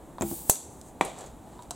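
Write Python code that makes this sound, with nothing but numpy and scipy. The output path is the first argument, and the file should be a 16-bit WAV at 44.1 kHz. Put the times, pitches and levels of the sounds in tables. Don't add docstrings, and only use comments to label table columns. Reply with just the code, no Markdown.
import sys
import numpy as np
from scipy import signal
from scipy.fft import rfft, irfft
from scipy.io import wavfile
from scipy.ndimage import uniform_filter1d

SR = 44100
rng = np.random.default_rng(int(sys.argv[2]) if len(sys.argv) > 2 else 0)


def bounce(signal):
    frames = np.transpose(np.atleast_2d(signal))
    limited = np.clip(frames, -1, 1)
    pcm = np.round(limited * 32767).astype(np.int16)
    wavfile.write(sys.argv[1], SR, pcm)


N = 77175

# (frequency [Hz], relative level [dB])
OUTDOOR_TONE = [(20, -11), (55, 1.5), (100, -3.5), (330, -3), (430, -9.5), (850, -9.5), (1300, -22),
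                (2800, -33.5), (3800, -31.5), (5100, -40.5), (7600, -28), (10000, -32.5), (16000, -40)]
SHIMMER_TONE = [(200, -31), (3000, -25.5), (4200, -13), (5300, -15), (6600, 0), (8400, 2), (11000, -10),
                (16000, -14)]
GRIT_TONE = [(200, 2), (700, 15.5), (1400, 0.5), (2500, -8), (3800, -4), (5200, -11.5), (7600, 0),
             (10500, -15.5), (16000, -29)]
CLICK_TONE = [(100, -17), (750, -2.5), (2000, -21), (3600, -6.5), (5200, -8), (6600, 2.5), (8200, 0.5),
              (11000, -13), (16000, -23)]
TAP_TONE = [(100, -30), (500, -4), (1000, 1.5), (1450, -6), (1800, -16.5), (3000, -28), (3700, -15),
            (5000, -29), (16000, -42)]
KNOCK_TONE = [(100, -42), (180, -7.5), (450, -8.5), (650, 1.5), (1000, 2), (1500, -7), (2400, -5),
              (2800, -25), (3300, -6.5), (4100, -21), (5200, -42.5), (16000, -54)]
JUDDER_TONE = [(100, -32), (180, 0), (500, 2), (1000, 0), (1500, -13), (3500, -14), (5200, -25.5),
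               (7800, -13.5), (16000, -44)]
THUD_TONE = [(40, -27), (120, -3.5), (255, 7), (450, -6), (700, -5.5), (1200, -20.5), (1800, -33.5),
             (16000, -61)]
SNAP_TONE = [(200, -5), (670, 11.5), (1200, 1), (2000, -9), (2450, -1.5), (2800, -18.5), (3400, -9),
             (5200, -20.5), (16000, -18)]
HISS_TONE = [(880, -37.5), (2190, -22.5), (3450, -16), (5540, -15.5), (8160, -2), (10100, -6),
             (16000, -4.5)]
PUFF_TONE = [(20, 7.5), (120, 4.5), (250, -2.5), (600, 4), (980, -1.5), (1250, -14.5), (4000, -32.5),
             (16000, -53)]
BURST_TONE = [(100, -14), (1500, -13.5), (2400, -13), (2900, -16), (4800, -20), (6200, -5.5), (8000, 0.5),
              (10000, -2), (13000, -1), (16000, -8)]

# (time [s], level [dB])
SWISH_LEVEL = [(.7, -57), (.83, -62.5), (.885, -55.5), (.935, -79)]
SCRAPE_LEVEL = [(.98, -77), (1.015, -57), (1.06, -37.5), (1.15, -49.5), (1.21, -42.5), (1.28, -50.5),
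                (1.35, -71), (1.52, -55.5), (1.66, -59)]
LEAK_LEVEL = [(.2, -55), (.235, -47.5), (.262, -41), (.315, -36.5), (.38, -40), (.45, -45.5), (.49, -40),
              (.5, -27), (.52, -85)]

# (frequency [Hz], relative level [dB], time to fade by 60 dB [s])
KNOCK_NOTES = [(191, -2.5, 0.11), (363, -2.5, 0.19), (425, -3.5, 0.17), (655, 2, 0.13), (837, -5, 0.14),
               (950, 0.5, 0.19), (1030, -2.5, .15), (1144, 2, 0.097), (1863, -9, 0.1), (2300, -4, 0.076)]
HUM_NOTES = [(75.6, -10, .25), (142, -9, 0.27), (210.3, -5.5, 0.35), (267, -10, .15), (335, 0, .28),
             (432, -11.5, 0.12), (708, -18, .14), (783, -12, 0.2)]
FITTING_NOTES = [(6092, -8, 0.18), (6900, -9, 0.16), (6778, -13, 0.12), (7400, -11, .14), (7550, -6, 0.047),
                 (7900, -10.5, .09), (8100, -3, 0.13), (7850, -7, .1), (8940, 1, 0.083), (10410, 8, .055),
                 (12500, -4, .06), (13060, 3.5, 0.041)]

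# (time [s], level [dB], strongest frequency [Hz])
GRIT_CRUNCHES = [(1.0491, -12, 8700), (1.1868, -21, 7700), (1.207, -22, 7450), (1.262, -24.5, 7400)]
# (time [s], level [dB])
FITTING_CLICKS = [(.556, -15.5), (0.8139, -22.5), (1.0108, -10.5), (1.6232, -26), (1.6333, -32.5),
                  (1.708, -9), (1.7122, -14.5)]
# (time [s], level [dB], ring pitch [Hz], ring level [dB], ring fade time [s])
HOLLOW_TAPS = [(0.1839, -15.5, 1010, -17.5, 0.033), (1.5917, -24, 975, -17, 0.14),
               (1.7092, -14, 715, -16.5, 0.087)]
# (time [s], thud [dB], hum [dB], snap [dB], ping [dB], ping pitch [Hz])
LATCH_CLUNKS = [(0.2102, 1, -28, -14, -13, 6640), (0.2214, -17, 2.5, -3.5, -7, 7520),
                (0.3134, -4.5, -9, -45, -45, 7600)]

# (frequency [Hz], time to fade by 60 dB [s])
ECHO_FADE = [(100, .3), (350, .22), (700, 0.08), (3000, 0.5), (7500, .5), (15000, 0.23)]
# (frequency [Hz], level [dB])
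ECHO_LEVEL = [(60, -22), (300, -13.5), (800, -14), (2400, -12), (3400, -7.5), (7500, -11), (15000, -17)]
# (frequency [Hz], gain [dB])
SIDE_GAIN = [(2100, 1.5), (2800, -10.5), (5800, -25), (6900, -36), (7500, -3), (14000, 12)]

GRAIN_WIDTH = 0.21


def amp(db):
    return 10 ** (np.asarray(db) / 20)


def value_at(points, hz):
    freqs, values = np.transpose(points)
    return np.interp(np.log(hz + 1), np.log(freqs + 1), values)


def loudness(points):
    return amp(np.interp(np.arange(N) / SR, *np.transpose(points), left=-120, right=-120))


def unit_energy(x):
    return x / np.sqrt(np.mean(np.sum(x ** 2, -1)) + 1e-20)


def add(mix, start_s, sound):
    part = mix[:, round(start_s * SR):][:, :sound.shape[-1]]
    part += sound[..., :part.shape[1]]


def noise(count, width):
    mid, side = rng.standard_normal((2, count))
    return np.array([mid + width * side, mid - width * side])


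def colour(x, tone, size=4096):
    log_gain = np.log(amp(value_at(tone, abs(np.fft.fftfreq(size, 1 / SR)))))
    response = np.fft.ifft(np.exp(np.conj(signal.hilbert(log_gain)))).real[:size // 2]
    return signal.fftconvolve(x, response[None], axes=1)[:, :x.shape[1]]


def peak(hz, slope_db):
    return [(hz / 2, -slope_db), (hz, 0), (hz * 2, -slope_db)]


def hit(tone, fade_s, rattle, width, size=8192):
    fade = amp(-60 * np.arange(size) / SR / fade_s)
    push = rattle * unit_energy(noise(size, width) * fade)
    push[:, 0] += 1
    return unit_energy(colour(push, tone))


def ring(notes, width, sharp=0, settle_s=0.03):
    t = np.arange(SR // 2) / SR
    bent_time = t + sharp * settle_s * (1 - np.exp(-t / settle_s))
    skews = width * rng.standard_normal((len(notes), 1, 1)) * [[1], [-1]]
    return unit_energy(sum(amp(db - 60 * t / fade_s) * np.sin(2 * np.pi * hz * bent_time + skew)
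                           for (hz, db, fade_s), skew in zip(notes, skews)))


def outdoors(level_db=-48):
    murmur = colour(noise(N, width=0.16), OUTDOOR_TONE)
    return amp(level_db) * murmur / murmur.std()


def yard_echo(x, delay_s=0.006):
    hz, t, bands = signal.stft(noise(SR, width=0.43), SR, nperseg=256)
    fade_s = value_at(ECHO_FADE, hz)[:, None]
    fade = amp(value_at(ECHO_LEVEL, hz)[:, None] - 60 * t / fade_s)
    balance = np.sqrt(2 * np.log(1000) / fade_s / SR)
    tail = signal.istft(bands * fade * balance, SR, nperseg=256)[1]
    out = np.zeros((2, N))
    add(out, delay_s, signal.fftconvolve(x, tail, axes=1))
    return out


def palm_swish():
    rub = colour(noise(N, GRAIN_WIDTH), SHIMMER_TONE)
    return rub / rub.std() * loudness(SWISH_LEVEL)


def grit_scrape(grains_per_s=5000, spread_db=1.5):
    grains = rng.random(N) < grains_per_s / SR
    strength = amp(spread_db * np.minimum(rng.exponential(1, N), 4))
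    grinding = colour(grains * strength * noise(N, GRAIN_WIDTH), GRIT_TONE)
    return grinding / grinding.std() * loudness(SCRAPE_LEVEL)


def grit_crunches():
    out = np.zeros((2, N))
    for start_s, db, hz in GRIT_CRUNCHES:
        add(out, start_s, amp(db) * hit(peak(hz, slope_db=32), fade_s=0.04, rattle=9, width=GRAIN_WIDTH))
    return out


def small_parts(overtone_ratio=3.85, overtone_db=-15):
    out = np.zeros((2, N))
    for start_s, db, hz, ring_db, fade_s in HOLLOW_TAPS:
        notes = [(hz, 0, fade_s), (hz * overtone_ratio, overtone_db, fade_s / 2)]
        add(out, start_s, amp(db) * hit(TAP_TONE, fade_s=0.075, rattle=1, width=0.19))
        add(out, start_s, amp(ring_db) * ring(notes, width=0))
    for start_s, db in FITTING_CLICKS:
        add(out, start_s, amp(db) * hit(CLICK_TONE, fade_s=0.016, rattle=2, width=0.21))
    return out


def cylinder_knock(start_s=1.0108, low_cut_hz=170):
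    out = np.zeros((2, N))
    low_cut = signal.butter(4, low_cut_hz, "high", fs=SR, output="sos")
    add(out, start_s, amp(-0.5) * signal.sosfilt(low_cut, ring(KNOCK_NOTES, width=0)))
    add(out, start_s, amp(6.5) * hit(KNOCK_TONE, fade_s=0.012, rattle=0.85, width=0.22))
    add(out, start_s, amp(-1.5) * hit(JUDDER_TONE, fade_s=0.18, rattle=10, width=0.26))
    return out


def latch(hum_rise_s=0.0059, damp_from_s=0.34, damp_db_per_s=400):
    out = np.zeros((2, N))
    swell = 1 - np.exp(-np.arange(SR // 2) / SR / hum_rise_s)
    for start_s, thud_db, hum_db, snap_db, ping_db, ping_hz in LATCH_CLUNKS:
        ping_tone = peak(ping_hz, slope_db=49)
        add(out, start_s, amp(thud_db) * hit(THUD_TONE, fade_s=0.12, rattle=0.97, width=0.33))
        add(out, start_s, amp(hum_db) * unit_energy(swell * ring(HUM_NOTES, width=0, sharp=0.04)))
        add(out, start_s, amp(snap_db) * hit(SNAP_TONE, fade_s=0.063, rattle=1.2, width=0.25))
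        add(out, start_s, amp(ping_db) * hit(ping_tone, fade_s=0.03, rattle=0.8, width=0.37))
    damped_for_s = np.maximum(np.arange(N) / SR - damp_from_s, 0)
    return out * amp(-damp_db_per_s * damped_for_s)


def air_leak(flutter_db=0.36):
    flutter = uniform_filter1d(rng.standard_normal(N), 300)
    hiss = colour(noise(N, width=0.19), HISS_TONE) * amp(flutter_db * flutter / flutter.std())
    return hiss / hiss.std() * loudness(LEAK_LEVEL)


def coupling_pop(start_s=0.4969):
    out = np.zeros((2, N))
    add(out, start_s, amp(11) * hit(BURST_TONE, fade_s=0.029, rattle=2.5, width=0.13))
    add(out, start_s, amp(7.5) * hit(PUFF_TONE, fade_s=0.014, rattle=0.26, width=0.58))
    add(out, start_s, amp(2) * ring(FITTING_NOTES, width=0.1))
    add(out, start_s, amp(8.5) * hit(SHIMMER_TONE, fade_s=0.1, rattle=14, width=0.12))
    return out


def scene():
    near = latch() + air_leak() + coupling_pop()
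    near += cylinder_knock() + small_parts() + grit_crunches() + palm_swish() + grit_scrape()
    return near + yard_echo(near) + outdoors()


def wind_filter(x, below_hz=170, limit_db=-36, recover_db_per_s=80):
    bass = signal.sosfiltfilt(signal.butter(2, below_hz, fs=SR, output="sos"), x)
    bass_power = signal.lfilter([0.005], [1, -0.995], bass.mean(0) ** 2)
    bass_db = 10 * np.log10(bass_power + 1e-12)
    fall_db = np.arange(N) * recover_db_per_s / SR
    held_db = np.maximum.accumulate(bass_db + fall_db) - fall_db
    excess_db = np.maximum(held_db - limit_db, 0)
    cut_db = signal.lfilter([0.002], [1, -0.998], 2 * excess_db)
    return x - bass * (1 - amp(-cut_db))


def record(dry, ceiling=0.85, top_hz=16100):
    left, right = wind_filter(dry)
    side_gain = amp(value_at(SIDE_GAIN, np.fft.rfftfreq(N, 1 / SR)))
    side = irfft(rfft((left - right) / 2) * side_gain, N)
    mid = (left + right) / 2
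    flattened = np.clip([mid + side, mid - side], -ceiling, ceiling)
    treble_cut = signal.firwin(255, top_hz, window=("kaiser", 8), fs=SR)
    return signal.oaconvolve(flattened, treble_cut[None], "same")


dry = scene()
out = record(dry)
bounce(out)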